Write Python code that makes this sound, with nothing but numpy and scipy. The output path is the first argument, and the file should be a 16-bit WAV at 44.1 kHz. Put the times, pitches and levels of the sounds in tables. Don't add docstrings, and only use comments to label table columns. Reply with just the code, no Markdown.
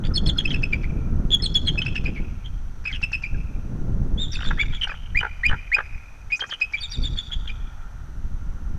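import sys
import numpy as np
from scipy import signal
from scipy.fft import rfft, irfft, next_fast_len
from scipy.io import wavfile

SR = 44100
rng = np.random.default_rng(int(sys.argv[2]) if len(sys.argv) > 2 else 0)


def pcm_store(signal):
    levels = np.round(np.clip(np.atleast_2d(signal), -1, 1) * 32767)
    wavfile.write(sys.argv[1], SR, levels.astype(np.int16).T)


N = 387198
TIME_S = np.arange(N) / SR

# freq_hz, level_db_per_hz
AIR_SPECTRUM = [(50, 8.5), (400, -1.5), (800, 1), (1500, -1.5), (2200, -7.5), (4000, -13), (5200, -16),
                (5950, -5.5), (7000, -18.5), (10000, -22), (13500, -27.5), (14500, -43)]
# centre_hz, width_hz, gain_db
HUM_MODES = [(880, 230, -14), (1369, 140, -5), (1817, 96, -10.5)]
# time_s, level_db
HUM_LEVEL = [(0, -53.5), (2.5, -60.5), (4, -59), (6.1, -59), (7.2, -58.5), (7.8, -51.5), (8.2, -58.5),
             (8.78, -54.5)]
WHINE_HZ = 12960

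# time_s, buffeting_db, turbulence_db (before the trim in wind())
BASE_WIND = [(0, -25.5, -31), (.7, -23.5, -32), (1.25, -20, -29), (1.4, -24.5, -33.5), (2.2, -24.5, -34),
             (2.45, -26.5, -49.5), (2.75, -31, -49), (3.28, -27, -47.5), (3.75, -23.5, -32),
             (4.2, -20, -32), (4.32, -25, -43.5), (4.7, -21, -40.5), (4.82, -32, -58), (5.7, -34, -74),
             (6.2, -40, -65), (6.5, -50.5, -58.5), (6.85, -34.5, -68.5), (7.25, -36, -55),
             (7.55, -27.5, -51.5), (7.9, -35, -58.5), (8.06, -29, -48.5), (8.78, -24.5, -43)]
# peak_s, buffeting_db, turbulence_db (before the same trim)
FLURRIES = [(.08, -17, -30), (.26, -19.5, -25), (.55, -21, -30), (1.75, -21.5, -29), (2.07, -20.5, -30),
            (3.37, -22, -35), (4.51, -20.5, -33.5), (5.16, -21.5, -43), (5.51, -21, -38), (5.94, -32, -60),
            (6.26, -31, -61), (7.01, -22, -35), (7.122, -23, -38.5), (7.39, -25, -48)]
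FLURRY_S = 0.06
# freq_hz, level_db_per_hz
BUFFET_SPECTRUM = [(5, -2), (20, 6.5), (45, -1), (80, -6), (130, -16.5), (250, -29.5), (600, -92)]
# freq_hz, level_db_per_hz
TURBULENCE_SPECTRUM = [(30, -27.5), (80, -4), (130, 1.5), (200, -4.5), (300, -11), (500, -22), (800, -31),
                       (1500, -40), (4000, -78.5)]

# delay_s, gain_db
LIMB_ECHOES = [(.0062, -27.5), (0.0106, -14.5), (0.02, -18.5)]
# freq_hz, gain_db
FOREST_COLOUR = [(300, -22.5), (1500, -5), (2600, 4), (3500, 1.5), (4400, 0), (7000, 2), (9000, -10.5),
                 (12000, -10.5)]
# time_s, gain_db
FACING_AWAY = [(0, -2), (2.2, 4), (3.5, 0.5), (4.18, 15), (4.45, 9.5), (4.6, 1.5), (6.74, -1.5),
               (6.82, 12.5), (7.5, 4)]

# start_s, level_db
WHEEZES = [(6.355, -45.5), (6.463, -52)]

# start_s, count, spacing_s, middle_level_db
RATTLES = [ (1.755, 2, 0.057, -37.5), (1.86, 1, .02, -38), (2.852, 1, .02, -37.5), (4.369, 7, .0194, -31.5),
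           (4.506, 1, .02, -22.5), (4.581, 2, 0.049, -29), (4.732, 1, .02, -38), (4.846, 5, 0.023, -28),
           (5.209, 4, 0.018, -22), (5.494, 4, .0152, -22), (5.763, 3, .0185, -20), (6.418, 2, 0.018, -24.5),
           (6.522, 1, 0.022, -29), (7.155, 3, 0.15, -41)]
# freq_hz, gain_db
CREAK_COLOUR = [(150, -17.5), (430, 9.5), (620, -7.5), (850, 6), (1100, -8.5), (1500, 0), (2200, -10),
                (3100, -13.5), (4200, -25.5), (6000, -31), (10000, -37.5)]
CREAK_S, CREAK_DOUBLING_DB = 0.028, 20.5
RATTLE_SWELL_DB = 12

# harmonic_number, level_db (before BEAK_RADIATION)
HARMONICS = [(2, -18.5), (3, -36), (4, -46.5), (5, -54)]
# freq_hz, gain_db
BEAK_RADIATION = [(3600, -8.5), (4400, -13), (5200, 4), (6000, -11), (7100, -0.5), (8600, 3), (9600, -6.5),
                  (11000, -8.5), (14000, -15.5)]
# freq_hz, level_db_per_hz
RASP_SPECTRUM = [(200, -21), (600, -7.5), (1100, 0), (1700, 16.5), (3000, 10.5), (4500, -7), (6500, -12),
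                 (9500, -27), (14000, -45.5)]

# start_s, level_db, pitch_hz
PEEPS = [(0.106, -39.5, 1370), (0.36, -39.5, 1360), (1.396, -46, 1880), (3.342, -44.5, 1570)]
PEEP_S, PEEP_FALL, PEEP_ROUGH = 0.02, 0.22, 0.14

# start_s, length_s, level_db, pitch_hz, roughness_0_1
CRIES = [ (0.037, 0.039, -37, 3530, 0.78), (0.044, 0.035, -46, 4680, 0.6), (0.262, 0.0073, -23.5, 3400, 0),
         (.398, .014, -22, 3294, 0.3), (0.474, 0.012, -30, 3190, 0.3), (1.305, 0.0058, -26.5, 3360, .03),
         (1.315, 0.018, -19, 3486, 0.07), (1.326, 0.034, -14, 3393, .02), (1.955, 0.0087, -24, 2994, 0.6),
         (2.443, 0.041, -42, 3230, 0.4), (2.946, 0.028, -40, 2730, 0.4), (4.176, 0.087, -28, 3696, 0.08),
         (4.589, .05, -29.5, 3526, 0), (4.722, .056, -34, 3400, 0.52), (6.301, 0.019, -33.5, 2270, 0.37),
         (6.769, 0.03, -34.5, 3360, 0.37), (7.315, 0.036, -28.5, 3333, 0.27),
         (7.47, 0.038, -37, 3060, 0.83)]
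ARCH_PER_S = 1.4

# start_s, length_s, level_db, pitch_hz, roughness_0_1,
# catch_db (before the trim in catches()), rebound_db (relative to the note)
CHIPS = [ (.451, 0.013, -19.5, 2624, 0.07, -50, -20), (.503, 0.022, -26.5, 3190, 0.54, -46.5, -17),
         (0.537, 0.015, -24.5, 2580, 0.38, -43, -7), (.632, 0.013, -19, 2604, .09, -45, -15),
         (0.726, 0.022, -20, 2380, 0.21, -55.5, -18), (0.833, 0.015, -32.5, 2263, 0.4, -54, -13),
         (1.776, 0.022, -20.5, 2583, 0.07, -70, -19), (1.817, 0.011, -22, 3090, 0.4, -64, -20.5),
         (1.861, .013, -23.5, 2620, .25, -46, -5.5), (1.959, 0.012, -25, 2616, .3, -44, -2),
         (2.051, .035, -28.5, 2490, 0.36, -46.5, -10.5), (2.16, 0.024, -34.5, 2287, 0.43, -58, -7),
         (2.853, 0.018, -27, 2544, 0.24, -49.5, 2.5), (2.885, 0.037, -31.5, 2250, 0.42, -62.5, -20.5),
         (2.925, 0.031, -31.5, 3130, 0.53, -44.5, -4), (3.027, 0.025, -20.5, 2680, 0.22, -43, -27.5),
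         (3.13, .017, -20.5, 2594, 0.14, -41, -3.5), (3.235, 0.018, -23.5, 2431, 0.1, -47, -10.5),
         (4.356, 0.0059, -27, 2580, 0, -68, -21), (4.405, 0.0045, -30.5, 3000, 0.6, -64, -0.5),
         (4.812, .02, -23, 3020, 0.32, -56.5, 2.5), (4.885, 0.038, -36, 2500, 0.3, -46, -9.5),
         (6.32, 0.023, -17.5, 2482, 0, -51, -4.5), (6.406, .019, -23, 3217, 0, -37, -13),
         (6.506, 0.027, -30, 3095, 0.46, -41, 0.5), (6.613, 0.022, -16.5, 2554, 0.02, -43, -14),
         (6.735, .025, -20.5, 2342, 0.08, -46, -25), (7.493, 0.015, -31, 2424, 0.04, -64, -17)]
CATCH_LEAD_S, REBOUND_S = 0.013, 0.017
ROUGH_FALL = 0.44
SQUEAK_TOP_HZ = 7600

# start_s, crest_length_s, crest_level_db, crest_pitch_hz, roughness_0_1, slide_db, flip_db
WHOOPS = [(4.572, .033, -18.5, 2327, 0.22, -37.5, -41), (5.148, 0.029, -15, 2457, .01, -21.5, -27.5),
          (5.433, 0.02, -12, 2462, 0.03, -18, -26), (5.717, 0.021, -12.5, 2477, 0, -18.5, -45)]
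SLIDE_RATIOS, CREST_RATIOS = (0.72, 0.845, 0.93), (0.93, 0.99, 1)
SLIDE_S, CREST_AT_S = 0.025, 0.0205
FLIP_AT_S, FLIP_S, FLIP_RATIO = 0.049, 0.019, 1.22

# landing_s, length_s, level_db,
# pitch_hz, roughness_0_1, lead_in_s, middle_register_db, top_register_length_s, top_register_db
YELPS = [ (0.172, 0.014, -18.5, 3430, 0, .034, -23.5, 0.032, -31),
         (0.29, 0.015, -20, 3410, 0.16, .033, -28.5, 0.021, -36),
         (0.385, 0.0094, -14.5, 3340, 0.06, 0.011, -32.5, .01, -38),
         (1.46, 0.0088, -19, 3390, 0, 0.039, -23.5, 0.0073, -28.5),
         (1.547, 0.038, -16, 3436, 0.04, 0.0045, -37, 0.0048, -30.5),
         (1.674, 0.028, -17.5, 3272, 0.17, 0.016, -32.5, 0.006, -59),
         (4.335, .05, -39, 3690, 0.4, 0.019, -36.5, 0.029, -38),
         (4.446, 0.056, -33, 3570, 0.46, 0.015, -46, 0.016, -58),
         (6.821, 0.046, -30, 3673, 0.12, .023, -34.5, .012, -51),
         (6.934, .03, -32, 3700, 0.15, 0.036, -34.5, .037, -41.5),
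         (7.036, 0.05, -27.5, 3598, 0.11, 0.016, -39, 0.0053, -59),
         (7.17, 0.044, -28, 3500, 0.16, .008, -43.5, 0.0075, -64)]
MIDDLE_RATIO, TOP_RATIO = 1.264, 1.542
MIDDLE_ENTERS = 0.45
MIDDLE_LINGERS = 0.45
LANDING_FALL_PER_S, MIDDLE_FALL = 2.6, 0.05
UPPER_ROUGH = 0.098


def amp(db):
    return 10 ** (np.asarray(db) / 20)


def unit(x):
    return x / np.sqrt(np.mean(x ** 2) + 1e-20)


def add(mix, start_s, sound):
    part = mix[max(round(start_s * SR), 0):][:len(sound)]
    part += sound[:len(part)]


def progress(length_s):
    return np.arange(int(length_s * SR)) / (length_s * SR)


def curve(points):
    return np.interp(TIME_S, *np.transpose(points))


def read(points, hz):
    freq_hz, value = np.transpose(points)
    return np.interp(np.log(hz + 1), np.log(freq_hz), value)


def colour(x, spectrum):
    size = next_fast_len(len(x), True)
    gain = amp(read(spectrum, np.fft.rfftfreq(size, 1 / SR)))
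    return irfft(rfft(x, size) * gain, size)[:len(x)]


def noise(spectrum):
    return unit(colour(rng.standard_normal(N), spectrum))


def wander(rate_hz):
    size = next_fast_len(N, True)
    bins_hz = np.fft.rfftfreq(size, 1 / SR)
    spectrum = rfft(rng.standard_normal(N), size) / (1 + (bins_hz / rate_hz) ** 2)
    return unit(irfft(spectrum, size)[:N])


def ring(x, modes):
    return sum(amp(db) * signal.lfilter(*signal.iirpeak(hz, hz / width_hz, SR), x)
               for hz, width_hz, db in modes)


def resonate(x, hz, width_hz):
    turn = np.exp(2j * np.pi * np.cumsum(hz) / SR)
    r = np.exp(-np.pi * width_hz / SR)
    return 2 * (turn * signal.lfilter([1 - r], [1, -r], x / turn)).real


def swell(u, skew, fullness):
    return np.abs(np.sin(np.pi * u ** skew)) ** fullness


def background(air_db=-55, whine_db=-81):
    source = noise([(300, -12.0), (800, 6), (1700, 4), (2600, -24.5)])
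    hum = unit(ring(source, HUM_MODES)) * amp(curve(HUM_LEVEL))
    whine = amp(whine_db) * unit(np.sin(2 * np.pi * WHINE_HZ * TIME_S))
    return amp(air_db) * noise(AIR_SPECTRUM) + hum + whine


def blowing(column):
    times_s, *levels_db = np.transpose(BASE_WIND)
    base = amp(np.interp(TIME_S, times_s, levels_db[column - 1]))
    flurry_power = sum((amp(row[column]) * np.exp(-((TIME_S - row[0]) / FLURRY_S) ** 2)) ** 2
                       for row in FLURRIES)
    return np.sqrt(base ** 2 + flurry_power)


def wind(turbulence_trim_db=1, lumps_db=2.0):
    lumps = unit(amp(lumps_db * wander(42)))
    deep = blowing(1) * noise(BUFFET_SPECTRUM)
    fine = amp(turbulence_trim_db) * blowing(2) * noise(TURBULENCE_SPECTRUM)
    return lumps * (deep + fine)


def gust(peak_s=5.509, width_s=0.018, db=-11):
    return -amp(db) * np.exp(-((TIME_S - peak_s) / width_s) ** 2)


def scatter(t60_s, rise_s):
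    t = TIME_S[:2 * SR]
    envelope = (1 - np.exp(-t / rise_s)) * np.exp(-np.log(1000) * t / t60_s)
    tail = colour(rng.standard_normal(len(t)), FOREST_COLOUR) * envelope
    return tail / np.linalg.norm(tail)


def treetop(x, crown_db=-21, crown_t60_s=0.06, forest_db=-26.5, forest_t60_s=1.05, stir_hz=55):
    limbs = sum(amp(db) * np.interp(TIME_S - delay_s, TIME_S, x, left=0)
                for delay_s, db in LIMB_ECHOES)
    crown = amp(crown_db) * signal.fftconvolve(x, scatter(crown_t60_s, rise_s=0.019))[:N]
    outward = x * amp(forest_db + curve(FACING_AWAY))
    paths = [wander(stir_hz) * signal.fftconvolve(outward, scatter(forest_t60_s, rise_s=0.085))[:N]
             for _ in range(3)]
    return x + limbs + crown + sum(paths) / np.sqrt(len(paths))


def wheezes(length_s=0.04, from_hz=5400, to_hz=7400, width_hz=1100):
    u = progress(length_s)
    hz = from_hz + (to_hz - from_hz) * u
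    out = np.zeros(N)
    for start_s, db in WHEEZES:
        hiss = resonate(resonate(rng.standard_normal(len(u)), hz, width_hz), hz, width_hz)
        add(out, start_s, amp(db) * unit(hiss) * swell(u, skew=0.55, fullness=0.9))
    return out


def rattle(start_s, count, spacing_s, db):
    levels_db = [db - RATTLE_SWELL_DB * ((2 * k + 1) / count - 1) ** 2 for k in range(count)]
    return [(start_s + k * spacing_s, CREAK_S * 2 ** (level / CREAK_DOUBLING_DB), level)
            for k, level in enumerate(levels_db)]


def creaks(pulse_hz=560, unevenness=0.23, scrape=0.29, from_hz=1750, to_hz=1330, width_hz=420):
    turns = np.cumsum(pulse_hz * np.exp(unevenness * wander(296.8))) / SR
    clicks = unit(np.diff(np.floor(turns), prepend=0))
    pulses = colour(clicks + scrape * rng.standard_normal(N), CREAK_COLOUR)
    out = np.zeros(N)
    for row in RATTLES:
        for start_s, length_s, db in rattle(*row):
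            u = progress(length_s)
            source = pulses[round(start_s * SR):][:len(u)]
            voice = unit(resonate(source, from_hz + (to_hz - from_hz) * u, width_hz))
            add(out, start_s, amp(db) * swell(u, skew=0.95, fullness=0.87) * voice)
    return out


def catches(length_s=0.02, from_hz=6300, to_hz=3500, width_hz=1300, grunt_db=2, trim_db=-2):
    u = progress(length_s)
    hz = from_hz * (to_hz / from_hz) ** u
    grunt = unit(colour(noise([(400, -14.5), (2000, 5.5), (4000, -5.5)]), CREAK_COLOUR))
    out = np.zeros(N)
    for note_s, *_, db, _ in CHIPS:
        start_s = note_s - CATCH_LEAD_S
        squeak = unit(resonate(resonate(rng.standard_normal(len(u)), hz, width_hz), hz, width_hz))
        high = squeak * swell(u, skew=0.94, fullness=1.0)
        low = amp(grunt_db) * grunt[round(start_s * SR):][:len(u)] * swell(u, skew=0.31, fullness=1.2)
        add(out, start_s, amp(db + trim_db) * (high + low))
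    return signal.sosfilt(signal.butter(6, SQUEAK_TOP_HZ, fs=SR, output="sos"), out)


def arch(start_s, length_s, db, hz, rough, fall):
    ends = 1 - ARCH_PER_S * length_s
    return start_s, length_s, db, hz * (ends + fall / 2), hz, hz * (ends - fall / 2), rough


def chip(start_s, length_s, db, hz, rough, catch_db, rebound_db):
    fall = ROUGH_FALL * rough ** 2
    return [arch(start_s, length_s, db, hz, rough, fall),
            arch(start_s + REBOUND_S, length_s, db + rebound_db, hz, rough, fall)]


def whoop(start_s, length_s, db, hz, rough, slide_db, flip_db, slide_rough=0.02, flip_rough=0.29):
    return [(start_s, SLIDE_S, slide_db, *(hz * np.array(SLIDE_RATIOS)), rough + slide_rough),
            (start_s + CREST_AT_S, length_s, db, *(hz * np.array(CREST_RATIOS)), rough),
            arch(start_s + FLIP_AT_S, FLIP_S, flip_db, hz * FLIP_RATIO, flip_rough, 0)]


def yelp(landing_s, length_s, db, hz, rough, lead_s, middle_db, top_s, top_db):
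    top_at_s = landing_s - lead_s
    middle_at_s = top_at_s + top_s * MIDDLE_ENTERS
    middle_s = abs(landing_s - middle_at_s) + length_s * MIDDLE_LINGERS
    upper_rough = rough + UPPER_ROUGH
    return [arch(top_at_s, top_s, top_db, hz * TOP_RATIO, upper_rough, 0),
            arch(middle_at_s, middle_s, middle_db, hz * MIDDLE_RATIO, upper_rough, MIDDLE_FALL),
            arch(landing_s, length_s, db, hz, rough, LANDING_FALL_PER_S * lead_s)]


def syllables():
    calls = [yelp(*row) for row in YELPS]
    calls += [chip(*row) for row in CHIPS]
    calls += [whoop(*row) for row in WHOOPS]
    cries = [arch(*row, 0) for row in CRIES]
    peeps = [arch(start_s, PEEP_S, db, hz, PEEP_ROUGH, PEEP_FALL) for start_s, db, hz in PEEPS]
    return sum(calls, []) + cries + peeps


def whistles(jitter=0.067, waver=0.0099, flutter_db=2.54, rough_flutter_db=5, shimmer=0.15,
             rasp_db=-8, overtone_lag=1.4):
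    shake, drift, flutter, tremble = wander(330), wander(85), wander(130), wander(650)
    rasp = noise(RASP_SPECTRUM)
    out = np.zeros(N)
    for start_s, length_s, db, start_hz, middle_hz, end_hz, rough in syllables():
        u = progress(length_s)
        now = round(start_s * SR) + np.arange(len(u))
        hz = np.polyval(np.polyfit([0, 0.5, 1], [start_hz, middle_hz, end_hz], 2), u)
        hz = hz * (1 + waver * drift[now] + jitter * rough * shake[now])
        phase = 2 * np.pi * np.cumsum(hz) / SR
        overtones = sum(amp(level_db + read(BEAK_RADIATION, k * hz)) * np.sin(k * phase)
                        for k, level_db in HARMONICS if k * middle_hz < SR / 2)
        body = swell(u, skew=0.83, fullness=0.69)
        bloom = swell(u, skew=overtone_lag, fullness=0.83)
        tone = np.sqrt(2) * (body * np.sin(phase) + bloom * overtones)
        fluttering = amp((flutter_db + rough_flutter_db * rough) * flutter[now])
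        strength = unit(fluttering * (1 + shimmer * rough * tremble[now]))
        rasping = amp(rasp_db) * abs(rough) ** 0.79 * body * rasp[now]
        add(out, start_s, amp(db) * (strength * tone + rasping))
    return out


def scene():
    eagles = whistles() + catches() + wheezes() + creaks()
    return (treetop(eagles) + wind() + gust() + background())[None]


def record(dry, ceiling=0.39, edge_hz=15050):
    clipped = dry / (1 + np.abs(dry / ceiling) ** 20) ** (1 / 20)
    low_pass = signal.firwin(511, edge_hz, window=("kaiser", 9), fs=SR)
    return signal.oaconvolve(clipped, low_pass[None], "same")


dry = scene()
out = record(dry)
pcm_store(out)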